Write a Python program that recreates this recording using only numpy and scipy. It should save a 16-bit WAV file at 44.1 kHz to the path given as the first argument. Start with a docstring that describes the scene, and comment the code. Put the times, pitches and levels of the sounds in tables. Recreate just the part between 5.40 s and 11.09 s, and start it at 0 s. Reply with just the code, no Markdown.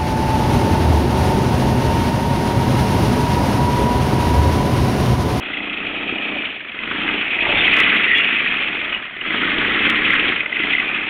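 """A wet yard: a go-kart with a single-cylinder four-stroke engine circles, passes close twice, leaves.
Each firing puffs through a small muffler and shakes its shell, the tin covers and the valve gear.
In the turns the throttle lifts; the engine sags, then picks up with hard knocks and exhaust pops.
Rumble, brief metal squeals and a few echoes lie behind.
The sound is narrow-band like a phone call, with the treble cut off."""
import sys
import numpy as np
from scipy import signal
from scipy.fft import rfft, irfft, next_fast_len
from scipy.io import wavfile
from scipy.ndimage import uniform_filter1d

SR = 44100
rng = np.random.default_rng(int(sys.argv[2]) if len(sys.argv) > 2 else 0)


def to_wav(sig):
    """Store sig (one row per channel, or 1-D mono) as 16-bit WAV at the path in sys.argv[1].

    Samples outside -1..1 are clipped; the rate is SR.
    """
    pcm = np.clip(np.atleast_2d(sig), -1, 1) * 32767
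    pcm = np.round(pcm).astype(np.int16)
    wavfile.write(sys.argv[1], SR, pcm.T)  # frames by channels


N = 250929
TIME = np.arange(N) / SR

# kart path: t/s, distance/m
PATH_M = [(0, 11.5), (1.25, 9.8), (1.8, 6.5), (2.35, 3.76), (3.0, 3.86), (3.7, 6), (4.45, 4.42), (5.0, 4.7),
          (5.69, 7.7)]
# side shown: t/s, facing (-1 nose, +1 tail)
ASPECT = [(0, -0.38), (.9, -0.74), (1.5, 0.16), (2.0, -0.5), (2.4, 0.1), (3.2, -0.11), (4.0, 0.59),
          (4.7, 0.46), (5.69, -0.22)]
# engine speed: t/s, firing rate/Hz
FIRING_HZ = [(0, 27.9), (0.45, 31.5), (1.02, 30.0), (1.33, 19.8), (1.63, 31.8), (1.95, 27.6), (2.33, 33.5),
             (2.7, 31.0), (2.9, 26.7), (3.5, 22.2), (3.7, 16.6), (4.05, 29.9), (4.35, 31.7), (4.7, 34.5),
             (4.88, 31.8), (5.08, 13.4), (5.17, 27.5), (5.45, 34.2), (5.69, 32.6)]
# throttle lifts: foot up t/s, foot down t/s, share closed
THROTTLE_LIFTS = [(1.126, 1.401, 0.59), (1.822, 2.006, 0.36), (2.62, 3.58, 0.33), (3.587, 3.849, 0.84),
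                  (4.963, 5.198, 0.5), (5.325, 5.9, 0.16)]
# rumble spectrum: f/Hz, level/dB (all levels relative)
RUMBLE_SPECTRUM = [(5, -28.5), (18, -7), (35, -10.5), (80, -9), (140, -7.5), (250, -1), (600, -29.5)]
# echoes off wall, house, trees: delay/s, level/dB
YARD_ECHOES = [(0.0047, -26.5), (0.043, -21.5), (0.07, -21.5), (0.118, -23.5)]
# bright ticks: t/s, level/dB
CRACKLE_TICKS = [(2.34, -30), (2.369, -26), (2.387, -28), (2.403, -18.5), (2.782, -32.5), (4.501, -22),
                 (4.708, -35), (4.738, -34)]
# rubbing metal: t/s, f/Hz, level/dB, length/s
RUB_SQUEALS = [(1.8, 3003, -23.5, 0.04), (2.19, 3546, -20, 0.044), (2.724, 1950, -15, 0.05),
               (2.77, 3330, -20, 0.045), (2.803, 2804, -21.5, 0.11), (3.548, 2870, -27.5, 0.05)]
# exhaust pops: t/s, level/dB
EXHAUST_POPS = [(0.725, -10), (1.743, -16.5), (4.823, -15), (5.2, -12.5)]
# hard firings: t/s, level/dB, tilt/dB (- shield, + valve gear)
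HARD_KNOCKS = [(0.135, -22, -8), (0.171, -26.5, -12), (0.204, -23, -9), (0.784, -14.5, 8),
               (1.021, -16.5, 6), (1.39, -17, -1), (1.435, -24.5, -2.5), (1.475, -21.5, -4.5),
               (1.689, -9, 4), (1.988, -18.5, -5.5), (2.053, -10, 1.5), (2.223, -22, -4), (2.28, -10, -9),
               (2.339, -6.5, -4), (2.401, -11, -7), (2.509, -21, -1.5), (2.524, -23, -7),
               (2.716, -10.5, -2), (3.547, -13, 9.5), (3.812, -19.5, 13.5), (3.906, -21, -11.5),
               (3.984, -21, 5), (4.502, -22, 1), (4.705, -15, -12.5), (4.736, -18, 0), (5.006, -11, -1.5),
               (5.06, -12.5, 0), (5.127, -14, -7), (5.167, -18.5, -10), (5.203, -17, -5),
               (5.237, -16.5, -8), (5.321, -18, -5), (5.335, -14.5, -11), (5.351, -16, -13),
               (5.383, -15.5, -9.5), (5.4, -9.5, -1)]
# jolts of firing, valves, piston: phase/cycles, level/dB
CYCLE_JOLTS = [(0.05, -2.5), (0.309, -11.5), (0.543, -5), (0.8, -6.5)]
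# modes of muffler shell, heat shield, engine cover, valve gear: f/Hz, width/Hz, level/dB
SHELL_MODES = [(1194, 470, -2.1), (1650, 830, 0.17)]
SHIELD_MODES = [(2048, 340, 0)]
COVER_MODES = [(2310, 200, 1.5), (2522, 240, 6.5)]
GEAR_MODES = [(2896, 330, -0.99), (3227, 350, -0.98)]
# gas pulses: phase/cycles, level/dB
CYCLE_PULSES = [(0.0, -11.5), (0.308, -13.5), (0.539, -17.5)]
# air modes of muffler, pipe, intake: f/Hz, width/Hz, level/dB
MUFFLER_MODES = [(222, 72, 2), (291.3, 32, 3.5)]
PIPE_MODES = [(325, 64, 0.94), (406, 540, -1), (497, 110, 1)]
INTAKE_MODES = [(571, 150, -1), (737, 120, -1.5), (920, 160, -4.5)]
# surges as the engine bites: t/s, half-width/s, muffler level/dB, duct and rumble level/dB
GAS_SURGES = [(0.23, 0.052, 6.5, 2), (0.61, 0.25, 3, 3), (0.946, 0.059, 7.5, 6), (1.68, 0.11, 4.5, 1),
              (2.12, 0.16, -3.5, 6.5), (2.933, 0.049, 8.5, -4.5), (4.2, 0.11, 2, 3), (4.46, 0.017, 8, 3.5),
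              (5.22, 0.066, 3, -1)]
# phone-band response: f/Hz, level/dB
PHONE_BAND_RESPONSE = [(20, 3.5), (3000, 0.5), (3450, 0), (3700, -3), (4000, -8), (4300, -11.5),
                       (4600, -24)]

# gain laws: level/dB, shut-throttle loss/dB, speed doubling/dB, tail-on/dB, 1/distance exponent
RUMBLE_LAW = (-38, 10.5, 4.5, 3.5, 0.8)
SHELL_LAW = (-26, 12.5, 0.5, 3.5, 0.99)
SHIELD_LAW = (-24.5, 1.5, 9, 1.5, 1.56)
COVER_LAW = (-21, 5, 7, -7.5, 1.57)
GEAR_LAW = (-24.5, 11.5, 3, -1.5, 1.32)
MUFFLER_LAW = (-34, 19.5, 3, 3.5, 0.51)
PIPE_LAW = (-36, 12, 3.5, 2.3, 0.78)
INTAKE_LAW = (-36, 11.5, -1.5, -3, 0.87)

REF_M, CRUISE_HZ = 5, 30
GROUND_LAG_S = 0.0034  # at REF_M


def from_db(db):
    return 10 ** (np.asarray(db) / 20)


def curve(rows):
    """(t, value) rows, interpolated per sample."""
    return np.interp(TIME, *np.transpose(rows))


def delayed(x, lag_s):
    return np.interp(TIME - lag_s, TIME, x, left=0)


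def smooth(x, samples):
    return uniform_filter1d(uniform_filter1d(x, samples), samples)


def unit_rms(x):
    """Slow level held at rms 1; single strokes survive."""
    return x / np.sqrt(smooth(x * x, samples=6000) + 1e-12)


def colour(x, points):
    """Filter through (f, level) points."""
    size = next_fast_len(N + 8000)
    hz, db = np.transpose(points)
    bins_hz = np.maximum(np.arange(size // 2 + 1) * SR / size, 1)
    gain = from_db(np.interp(np.log(bins_hz), np.log(hz), db))
    return irfft(rfft(x, size) * gain, size)[:N]


def resonate(x, hz, width_hz):
    """One mode, peak gain 1."""
    r = np.exp(-np.pi * width_hz / SR)
    feedback = [1, -2 * r * np.cos(2 * np.pi * hz / SR), r * r]
    return signal.lfilter(np.array([1, 0, -1]) * (1 - r * r) / 2, feedback, x + 1e-18)


def band(x, low_hz, high_hz, order=2):
    return signal.sosfilt(signal.butter(order, [low_hz, high_hz], "band", fs=SR, output="sos"), x)


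def clicks_at(times_s, db):
    out = np.zeros(N)
    inside = (times_s >= 0) & (times_s < (N - 1) / SR)
    np.add.at(out, (times_s[inside] * SR).astype(int), from_db(db)[inside])
    return out


def decay(clicks, decay_s):
    return signal.lfilter([1], [1, -np.exp(-1 / (decay_s * SR))], clicks + 1e-18)


def shudder(clicks, decay_s, rise_s):
    """Rounded rise and exponential fall per click."""
    return smooth(decay(clicks, decay_s), int(rise_s * SR))


def ring(times_s, db, hz):
    """A struck part rings for a few ms."""
    return shudder(clicks_at(times_s, db), decay_s=0.0028, rise_s=0.0023) * np.sin(2 * np.pi * hz * TIME)


def strokes(cycles, pattern, spread_db, jitter_s):
    """One click per stroke per cycle, uneven in level and timing."""
    out = np.zeros(N)
    starts = np.arange(int(cycles[-1]) + 1)
    for phase, db in pattern:
        slip, strength = rng.standard_normal((len(starts), 2)).T
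        times_s = np.interp(starts + phase, cycles, TIME, left=-1, right=-1)
        out += clicks_at(times_s + jitter_s * slip, db + spread_db * strength)
    return out


def throttle_closed(travel_s=0.12):
    """Share closed; the pedal ramps linearly."""
    def ramp(offset_s):
        return np.clip(offset_s / travel_s + 0.5, 0, 1)
    return sum(share * ramp(TIME - up_s) * ramp(down_s - TIME) for up_s, down_s, share in THROTTLE_LIFTS)


def part_gain(law, waver_db=1.0, waver_hz=9):
    """Gain from speed, throttle, facing and distance; wavers as the kart bumps along."""
    db, shut_db, speed_db, tail_db, exponent = law
    effort_db = speed_db * np.log2(curve(FIRING_HZ) / CRUISE_HZ) - shut_db * throttle_closed()
    bump_db = waver_db * np.interp(TIME * waver_hz, np.arange(200), rng.standard_normal(200))
    spreading = (REF_M / curve(PATH_M)) ** exponent
    return from_db(db + effort_db + tail_db * curve(ASPECT) + bump_db) * spreading


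def surge_gains():
    """Brief swells and dips: muffler gain, duct gain."""
    total_db = sum(np.outer(levels_db, np.exp(-((TIME - at_s) / width_s) ** 2))
                   for at_s, width_s, *levels_db in GAS_SURGES)
    return from_db(total_db)


def rumble():
    """Dull noise of the running kart, swelling with the throttle."""
    _, surge = surge_gains()
    return surge * part_gain(RUMBLE_LAW) * unit_rms(colour(rng.standard_normal(N), RUMBLE_SPECTRUM))


def yard(x):
    """Direct sound plus echoes."""
    return x + sum(from_db(db) * delayed(x, lag_s) for lag_s, db in YARD_ECHOES)


def wet_ground(x, bounce_db):
    """Ground reflection; its comb sweeps down as the kart nears."""
    return x + from_db(bounce_db) * delayed(x, GROUND_LAG_S * REF_M / curve(PATH_M))


def crackles():
    """Thin, bright ticks."""
    times_s, db = np.transpose(CRACKLE_TICKS)
    return band(clicks_at(times_s, db + 16), 3000, 6000, order=1)


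def squeals(width_hz=190):
    """Rubbing metal sings one rough note, swelling and fading."""
    out = np.zeros(N)
    for at_s, hz, db, length_s in RUB_SQUEALS:
        note = resonate(resonate(rng.standard_normal(N), hz, width_hz), hz, width_hz)
        envelope = np.exp(-2 * ((TIME - at_s) / length_s) ** 2)
        out += from_db(db) * envelope * note / note.std()
    return out


def pops():
    """Late-burning fuel thumps the pipe's lowest mode."""
    times_s, db = np.transpose(EXHAUST_POPS)
    return ring(times_s, db, PIPE_MODES[0][0])


def knocks():
    """Hard firings ring shield, cover and valve gear."""
    times_s, db, tilt_db = np.transpose(HARD_KNOCKS)
    shield = ring(times_s, db + 2.5 - tilt_db, SHIELD_MODES[0][0])
    cover = ring(times_s, db + 2.5, COVER_MODES[1][0])
    gear = ring(times_s, db - 6 + tilt_db, GEAR_MODES[0][0])
    return shield + cover + gear


def chatter(rate_hz=6000, spread_db=2):
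    """Dense, uneven micro-contacts, rms 1."""
    contacts = (rng.random(N) < rate_hz / SR) * rng.choice([-1, 1], N)
    contacts = contacts * from_db(spread_db * np.clip(rng.standard_normal(N), -2, 2))
    return contacts / (contacts.std() + 1e-9)


def rattle(jolts, modes, buzz, decay_s):
    """Jolts set a part chattering; the chain adds steady buzz."""
    shake = shudder(jolts, decay_s, rise_s=0.0054) + buzz
    ringing = sum(from_db(db) * resonate(shake * chatter(), hz, width_hz) for hz, width_hz, db in modes)
    return wet_ground(ringing, bounce_db=-16.5)


def engine_metal(cycles):
    """Firing, piston and valves jolt the muffler shell and the engine's metal parts."""
    rear, front = (strokes(cycles, CYCLE_JOLTS, spread_db=4, jitter_s=0.00023) for _ in range(2))
    shell = band(rattle(rear, SHELL_MODES, buzz=0.061, decay_s=0.0045), 1120, 2100)
    shield = band(rattle(rear, SHIELD_MODES, buzz=0.3, decay_s=0.0017), 1650, 2400)
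    cover = band(rattle(front, COVER_MODES, buzz=0.15, decay_s=0.009), 2097, 2950)
    gear = band(rattle(front, GEAR_MODES, buzz=0.13, decay_s=0.0055), 2600, 4100)
    return (part_gain(SHELL_LAW) * unit_rms(shell) + part_gain(SHIELD_LAW) * unit_rms(shield)
            + part_gain(COVER_LAW) * unit_rms(cover) + part_gain(GEAR_LAW) * unit_rms(gear))


def rasp(flow, modes):
    """Turbulent gas excites a duct's modes."""
    return sum(from_db(db) * resonate(flow * rng.standard_normal(N), hz, width_hz)
               for hz, width_hz, db in modes)


def engine_gas(cycles):
    """Gas pulses boom in the muffler; their turbulence rasps in pipe and intake."""
    pulses = strokes(cycles, CYCLE_PULSES, spread_db=1.5, jitter_s=0.00012)
    flow = uniform_filter1d(decay(pulses, decay_s=0.007), size=150) + 0.03
    boom = sum(from_db(db) * resonate(pulses, hz, width_hz) for hz, width_hz, db in MUFFLER_MODES)
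    muffler = part_gain(MUFFLER_LAW) * unit_rms(band(boom, 200, 380))
    pipe = part_gain(PIPE_LAW) * unit_rms(band(rasp(flow, PIPE_MODES), 290, 460))
    intake_gain = part_gain(INTAKE_LAW)
    suction = wet_ground(rasp(flow, INTAKE_MODES), bounce_db=-11.5)
    intake = intake_gain * unit_rms(band(suction, 520, 1600))
    muffler_surge, duct_surge = surge_gains()
    return muffler_surge * muffler + duct_surge * (pipe + intake)


def scene():
    """Engine phase times gas pulses and jolts; the rumble has no echo."""
    cycles = 0.18 + np.cumsum(curve(FIRING_HZ)) / SR
    kart = engine_gas(cycles) + pops() + engine_metal(cycles) + knocks() + squeals()
    return (rumble() + from_db(-0.86) * yard(kart))[None]


def record(dry):
    """Soft clip, then a phone-like band limit; only the crackles reach above it."""
    ceiling, band_stop_hz, final_stop_hz = 0.64, 5000, 15800
    heard = colour(ceiling * np.tanh(dry[0] / ceiling), PHONE_BAND_RESPONSE)
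    heard = signal.sosfilt(signal.cheby2(16, 60, band_stop_hz, fs=SR, output="sos"), heard)
    final_lowpass = signal.cheby2(12, 70, final_stop_hz, fs=SR, output="sos")
    return signal.sosfilt(final_lowpass, heard + crackles())[None]


dry = scene()
out = record(dry)
to_wav(out)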